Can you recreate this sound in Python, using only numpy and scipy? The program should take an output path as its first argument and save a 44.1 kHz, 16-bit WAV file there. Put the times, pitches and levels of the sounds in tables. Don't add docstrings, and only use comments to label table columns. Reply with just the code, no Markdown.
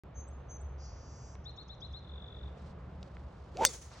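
import sys
import numpy as np
from scipy import signal
from scipy.fft import rfft, irfft
from scipy.io import wavfile

SR = 44100
rng = np.random.default_rng(int(sys.argv[2]) if len(sys.argv) > 2 else 0)


def master_out(mix):
    frames = np.transpose(np.atleast_2d(mix))
    ceiling = np.clip(frames, -1, 1)
    pcm = np.round(ceiling * 32767).astype(np.int16)
    wavfile.write(sys.argv[1], SR, pcm)


N = 176400
T = np.arange(N) / SR
BIN_HZ = np.arange(N // 2 + 1) * SR / N
HIT_S = 3.6505

# freq_hz, left_lead_rad
GOLFER_PHASE = [(100,-1),(800,-0.16),(2000,0.5),(4200,.5),(6300,-0.3),(8200,-1.9),(10500,-2.5),(15500,-4)]
# freq_hz, left_minus_right_db
GOLFER_BALANCE = [(300,-0.5),(800,-1),(2000,-1),(4200,.3),(6000,-.4),(9000,.3),(15000,-0.5)]
# freq_hz, coherence
NEAR_COHERENCE = [(200,0.99),(800,0.63),(1400,0.91),(2500,0.49),(4000,0.33),(6300,0.6),(8500,1)]


def from_db(db):
    return 10 ** (np.asarray(db) / 20)


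def unit_rms(x):
    return x / np.sqrt(np.mean(x ** 2) + 1e-20)


def in_time(rows, t=T):
    time_s, *columns = np.transpose(rows)
    return [np.interp(t, time_s, column) for column in columns]


def spectrum(points):
    freq_hz, value = np.transpose(points)
    return np.interp(np.log(BIN_HZ + 1e-6), np.log(freq_hz), value)


def during(rows, t=T):
    return np.clip(np.minimum(t - rows[0][0], rows[-1][0] - t) / .002 + 1, 0, 1)


def drift(rate_hz):
    pole = np.exp(-2 * np.pi * rate_hz / SR)
    return unit_rms(signal.lfilter([1], [1, -2 * pole, pole * pole], rng.standard_normal(N + SR))[SR:])


def phase_of(hz):
    return 2 * np.pi * np.cumsum(hz) / SR


def resonate(x, hz, width_hz):
    r = np.exp(-np.pi * width_hz / SR)
    feedback = [1, -2 * r * np.cos(2 * np.pi * hz / SR), r * r]
    return signal.lfilter(np.array([1, 0, -1]) * (1 - r * r) / 2, feedback, x + 1e-18)


def lowpass(x, cut_hz):
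    return signal.sosfilt(signal.butter(2, cut_hz, fs=SR, output="sos"), x + 1e-18)


def delayed(x, delay_s):
    return np.interp(T - delay_s, T, x, left=0)


def coloured(x, colour):
    return irfft(rfft(x) * from_db(spectrum(colour)), N)


def placed(x, phase, balance):
    half = np.array([[.5], [-.5]])
    return irfft(rfft(x) * from_db(half * spectrum(balance)) * np.exp(1j * half * spectrum(phase)), N)


def noise(colour, coherence=NEAR_COHERENCE):
    mid, side = rfft(rng.standard_normal((2, N)))
    alike = np.clip(spectrum(coherence), 0, 1)
    stereo = np.sqrt(1 + alike) * mid + np.sqrt(1 - alike) * side * [[1], [-1]]
    rolloff = np.minimum(1, np.minimum(BIN_HZ / colour[0][0], colour[-1][0] / (BIN_HZ + 1))) ** 3
    return unit_rms(irfft(rolloff * from_db(spectrum(colour)) * stereo, N))


def engine(hz, width_hz):
    return unit_rms(lowpass(resonate(rng.standard_normal(N + SR), hz, width_hz), 2 * hz)[SR:])


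def distant_traffic():
    # freq_hz, density_db
    rumble_colour = [(30,-27),(40,-12),(55,1),(85,-7),(125,-0.5),(175,-11.5),(260,-22.5),(400,-29)]
    tyre_colour = [(150,-0.5),(300,-0.5),(500,2.5),(800,-2),(1200,-5),(2000,-15.5),(3500,-23),(5000,-33.5),(7500,-41.5),(10000,-60.5),(15000,-51)]
    # time_s, gain_db
    tyre_swell = [(0,0),(.4,1.5),(1.0,1),(1.7,-1),(2.1,0.5),(2.55,2.5),(3.1,1),(4,0)]
    # time_s, level_db
    passing_level = [(0,-71.5),(1.9,-70),(2.3,-59.5),(2.7,-55),(3.1,-55.5),(3.35,-66.5)]
    # freq_hz, coherence
    road_coherence = [(60,1),(150,1),(300,0.84),(800,0.6),(1400,0.96),(2500,.63),(5000,0.3),(12000,0.22)]
    # freq_hz, left_lead_rad
    road_phase = [(80,-0.23),(250,-0.13),(450,-0.43),(800,-0.4),(1400,0.6),(2500,0.62),(6000,0.46)]
    # freq_hz, left_minus_right_db
    road_balance = [(100,-1.5),(250,0.7),(450,-1.5),(800,-3.5),(1400,-2),(2500,0.5),(6000,2)]
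    swell_db, = in_time(tyre_swell)
    passing_db, = in_time(passing_level)
    drone = from_db(-48.5) * engine(hz=69.25, width_hz=6.2)
    passing = from_db(passing_db) * engine(hz=176.4, width_hz=12)
    tyres = from_db(swell_db - 58) * placed(noise(tyre_colour, road_coherence), road_phase, road_balance)
    rumble = from_db(-52.5) * noise(rumble_colour, road_coherence)
    return rumble + drone + passing + tyres


def bird_buzz():
    # time_s, centre_hz, level_db, warble_rate_hz
    contour = [(.78,5710,-77,160),(.805,5750,-63.5,150),(.85,5710,-58.5,150),(.94,5790,-66.5,144),(1.03,5900,-65.5,152),(1.13,6090,-63,146),(1.28,6300,-62.5,141),(1.352,6330,-66.5,146),(1.362,6350,-81,130)]
    depth_hz, rough_hz, focus_hz = 1350, 304, 980
    centre_hz, level_db, rate_hz = in_time(contour)
    warble_hz = depth_hz * np.sin(phase_of(rate_hz * (1 + .025 * drift(40)))) + rough_hz * drift(600)
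    widening = (centre_hz / centre_hz[0]) ** 1.3
    tone = np.sin(phase_of(centre_hz + widening * warble_hz))
    focus = np.exp(-.5 * (warble_hz / focus_hz) ** 2)
    return np.sqrt(2) * from_db(level_db + 2.5) * during(contour) * focus * tone


def add_bird_note(song, stroke, waver, start_s=0, gain_db=0, pitch_ratio=1):
    span = slice(int((start_s + stroke[0][0]) * SR) - 100, int((start_s + stroke[-1][0]) * SR) + 100)
    age_s = T[span] - start_s
    pitch_hz, level_db = in_time(stroke, age_s)
    level_waver, pitch_waver = waver[:, span]
    gain = from_db(level_db + gain_db + 1.5 * level_waver) * during(stroke, age_s)
    tone = np.sin(phase_of(pitch_hz * pitch_ratio * (1 + .0082 * pitch_waver)))
    song[span] += np.sqrt(2) * gain * tone


def songbird():
    # time_s, pitch_hz, level_db
    whistles = [
        [(0.145, 6298, -78), (0.157, 6380, -63), (0.181, 6290, -54), (0.215, 6330, -56.5), (0.257, 6420, -70.5),
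         (0.265, 6430, -80)],
        [(0.485, 6292, -77), (0.497, 6310, -60), (0.517, 6280, -52), (0.569, 6233, -57.5), (0.585, 6210, -73)],
    ]
    flicks = [
        [(.265,6700,-94),(.278,7450,-69),(.289,8080,-57.5),(.3,8100,-73)],
        [(.594,6600,-89),(.607,7200,-70),(.617,8220,-61),(.625,8640,-84)],
        [(.262,6000,-84),(.28,6160,-69),(.29,6170,-80)],
        [(.582,6100,-78),(.598,5960,-77),(.608,6200,-78)],
    ]
    # start_s, main_stroke_db, side_strokes_db, pitch_ratio
    slurs = [(1.455,1,2,1.023),(1.575,0,0.5,1.04),(1.692,-1,1.5,1.005),(1.817,1.5,0,.99),(1.936,1.5,-5,1.006)]
    # offset_s, pitch_hz, level_db
    slur_strokes = [
        [(0,3300,-62),(.012,3680,-51.5),(.026,3990,-57),(.036,4122,-57),(.044,4050,-59.5),(.06,4070,-73)],
        [(-.014,5900,-76),(-.005,6400,-64.5),(.002,6700,-87)],
        [(-.011,5030,-71.5),(-.004,5220,-64),(.003,5350,-77)],
        [(.04,8200,-89),(.051,6600,-77.5),(.061,5420,-74)],
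        [(.03,4100,-66),(.04,3960,-60.5),(.048,3600,-64),(.058,3100,-77)],
    ]
    # start_s, level_db
    trill = [(2.0248, -71), (2.0458, -63), (2.0732, -61), (2.0937, -56.5), (2.1171, -56.5), (2.1371, -55.5),
             (2.1575, -54.5), (2.1785, -54.5), (2.2004, -55), (2.2219, -54.5), (2.2413, -53),
             (2.2638, -55.5), (2.2827, -53), (2.3047, -57), (2.3246, -55), (2.3461, -55.5), (2.3675, -53.5),
             (2.389, -56), (2.4114, -58), (2.4339, -56), (2.4573, -60), (2.4783, -58)]
    # offset_s, pitch_hz, gain_db
    pip = [(-.005,4020,-17.5),(.003,3548,-1),(0.012,3280,-19)]
    # freq_hz, gain_db
    ground_colour = [(3200,2.5),(4200,2.5),(4550,1.5),(4950,3),(5350,-5),(5700,3),(6400,-1),(7200,-5),(8500,-1.5)]
    leaf_colour = [(3500,-0.5),(4300,-0.5),(5500,-0.5),(6400,-3),(7500,-12),(8500,-17)]
    # freq_hz, left_lead_rad
    bird_phase = [(3400,2.33),(4200,1.8),(5000,1.4),(6300,-1.04),(8200,-1.7)]
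    # freq_hz, left_minus_right_db
    bird_balance = [(3400,7.5),(4200,5),(5500,0),(6300,1),(8200,-0.5)]
    echo_db, echo_t60_s = -8, .69
    song = bird_buzz()
    waver = np.array([drift(60), drift(60)])
    for stroke in list(whistles) + list(flicks):
        add_bird_note(song, stroke, .13 * waver)
    for start_s, main_db, side_db, pitch_ratio in slurs:
        for k, stroke in enumerate(slur_strokes):
            add_bird_note(song, stroke, waver, start_s, side_db if k else main_db, pitch_ratio)
    for start_s, level_db in trill:
        add_bird_note(song, pip, waver, start_s, level_db)
    song = coloured(song, ground_colour)
    scatter = unit_rms(rng.standard_normal((2, SR)) * from_db(-60 * T[:SR] / echo_t60_s)) / np.sqrt(SR)
    echo = signal.fftconvolve(coloured(song, leaf_colour)[None], scatter, axes=1)[:, :N]
    return placed(song, bird_phase, bird_balance) + from_db(echo_db) * echo


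def ticks():
    # start_s, level_db, centre_hz, width_hz, t60_s
    bursts = [(1.3535,-54.5,1600,1500,.012),(3.0292,-53,4000,3400,.011),(3.1682,-53,1500,1300,.009),(3.5712,-47,3700,4200,.007)]
    rms_span_s = .005
    track = np.zeros(N)
    for start_s, level_db, centre_hz, width_hz, t60_s in bursts:
        decay = (T >= start_s) * from_db(-60 * np.clip((T - start_s) / t60_s, 0, 2))
        burst = rng.choice([-1, 1], N) * decay
        tick = lowpass(resonate(burst, centre_hz, width_hz), 1.37 * centre_hz)
        track += from_db(level_db) * tick * np.sqrt(rms_span_s * SR / np.sum(tick ** 2))
    return track


def rustle():
    # time_s, level_db
    rustle_level = [(0,-104),(2.52,-80.5),(2.6,-77.5),(2.67,-68.5),(2.71,-73),(2.74,-87),(3.0,-77),(3.06,-74),(3.15,-77),(3.35,-77),(3.55,-75),(3.85,-68),(3.93,-62),(4,-58.5)]
    scuff_level = [(3.83,-75),(3.86,-59),(3.9,-66),(3.92,-52.5),(3.94,-58),(3.975,-54.5),(4,-62)]
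    # freq_hz, density_db
    rustle_colour = [(900,-2),(1700,-4),(2800,-2),(4200,3.5),(6500,-4),(9000,-10),(15000,-36)]
    scuff_colour = [(350,-3.5),(900,4),(2000,-2),(3200,-14),(6000,-6),(10000,-28)]
    rustle_db, = in_time(rustle_level)
    scuff_db, = in_time(scuff_level)
    grain_db = 2.5 * drift(41)
    brushing = from_db(rustle_db + grain_db) * noise(rustle_colour)
    scuff = from_db(scuff_db) * during(scuff_level) * noise(scuff_colour)
    return brushing + scuff


def whoosh():
    # time_s, vortex_hz, level_db
    swing = [(3.545,330,-57),(3.556,382.5,-48.5),(3.572,604,-48.5),(3.587,743,-40),(3.603,774,-36),(3.617,882,-27),(3.633,898,-33.5),(3.648,852,-32),(3.657,630,-52),(3.668,564,-42),(3.70,456,-53.5),(3.72,396,-59)]
    # freq_hz, density_db
    hiss_colour = [(140,1),(230,10.5),(550,4.5),(1200,6.5),(1700,-1),(2500,1),(4000,-8),(7000,-7),(10000,-21),(15000,-16)]
    peak_s, peak_db, rise_db_per_s, fall_db_per_s = 3.645, -34, 336, 894
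    vortex_hz, level_db = in_time(swing)
    waver_db = 2 * drift(85)
    head = unit_rms(from_db(waver_db) * np.sin(phase_of(vortex_hz * (1 + .022 * drift(92)))))
    shaft_rad = phase_of(.57 * vortex_hz)
    shaft = unit_rms(drift(226) * np.cos(shaft_rad) + drift(226) * np.sin(shaft_rad))
    vortices = from_db(level_db) * during(swing) * (head + from_db(-5.5) * shaft)
    hiss_db = peak_db - np.maximum(rise_db_per_s * (peak_s - T), fall_db_per_s * (T - peak_s))
    swish = vortices + from_db(hiss_db) * noise(hiss_colour)[0]
    echo = from_db(-19) * lowpass(delayed(swish, delay_s=.125), cut_hz=450)
    return swish + echo


def crack_echoes():
    # delay_s, level_db, rise_s, t60_s
    returns = [(.001,-17,0.00059,0.018),(0.012,-38,.002,0.059),(.042,-42,0.012,0.42),(.088,-41.5,.012,0.2),(0.166,-49.5,.006,0.36)]
    # freq_hz, density_db
    echo_colour = [(200,-3),(600,-6),(1200,-5.5),(2500,-8),(4000,-7),(5300,-4),(6400,3),(8000,-5),(10000,-3),(12500,-25),(15000,-11)]
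    power = np.zeros(N)
    for delay_s, level_db, rise_s, t60_s in returns:
        age_s = T - HIT_S - delay_s
        onset = np.clip(1 + age_s / rise_s, 0, 1)
        power += (onset * from_db(level_db - 60 * np.maximum(age_s, 0) / t60_s)) ** 2
    return np.sqrt(power) * noise(echo_colour)


def head_ring():
    # pitch_hz, level_db, t60_s
    modes = [(2080,-49,0.13),(3600,-39.5,0.13),(3673,-41,0.078),(4230,-37,0.058),(4660,-31.5,0.08),(4803,-32,0.059),(5440,-35.5,0.063),(5900,-29.5,0.061),(6080,-31,0.039),(6460,-25.5,0.037),(6860,-40,.04),(8040,-38,0.074),(8170,-23,0.059),(9030,-34,.05),(10200,-45,.06),(10600,-36,0.064),(15200,-39,.05)]
    # delay_s, gain_db, cut_hz
    reflections = [(.0115,-1,8500),(.017,0.5,4800)]
    doppler_sag_per_s, build_s = .65, .00046
    age_s = np.maximum(T - HIT_S, 0)
    rad_per_hz = phase_of((age_s > 0) * (1 - doppler_sag_per_s * age_s))
    ring = np.zeros(N)
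    for pitch_hz, level_db, t60_s in modes:
        flutter_db = 2 * drift(170)
        envelope = from_db(level_db - 60 * age_s / t60_s + flutter_db)
        ring += envelope * np.sin(pitch_hz * rad_per_hz + rng.uniform(0, 2 * np.pi))
    ring *= 1 - np.exp(-age_s / build_s)
    return ring + sum(from_db(gain_db) * lowpass(delayed(ring, delay_s), cut_hz)
                      for delay_s, gain_db, cut_hz in reflections)


def crack():
    # delay_s, level_db
    impulses = [(0,-5),(.00062,0.5),(.002,-14)]
    # centre_hz, width_hz, gain_db
    resonances = [(1030,580,11.5),(2500,650,15),(3190,590,9),(5960,680,16.5),(8130,410,10.5),(8900,850,9),(11100,1000,6),(15400,980,14)]
    clicks = np.zeros(N)
    for delay_s, level_db in impulses:
        clicks[int((HIT_S + delay_s) * SR)] += from_db(level_db)
    return sum((-1) ** k * from_db(gain_db) * resonate(clicks, centre_hz, width_hz)
               for k, (centre_hz, width_hz, gain_db) in enumerate(resonances))


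def scene():
    golfer = whoosh() + crack() + head_ring() + crack_echoes() + ticks() + rustle()
    return placed(golfer, GOLFER_PHASE, GOLFER_BALANCE) + songbird() + distant_traffic()


def record(dry):
    open_s, ceiling, cutoff_hz = .036, .76, 16400
    threshold_db, duck_share, attack_s, release_db_per_s = -15, .37, .067, 29
    over_db = np.maximum(20 * np.log10(np.abs(dry).max(axis=0) + 1e-9) - threshold_db, 0)
    held_db = np.maximum.accumulate(over_db + release_db_per_s * T) - release_db_per_s * T
    pole = np.exp(-1 / (attack_s * SR))
    duck_db = duck_share * signal.lfilter([1 - pole], [1, -pole], held_db)
    gain = from_db(-duck_db) * (T >= open_s)
    rounded = ceiling * np.tanh(dry * gain / ceiling)
    return signal.sosfilt(signal.ellip(10, .1, 80, cutoff_hz, fs=SR, output="sos"), rounded)


dry = scene()
out = record(dry)
master_out(out)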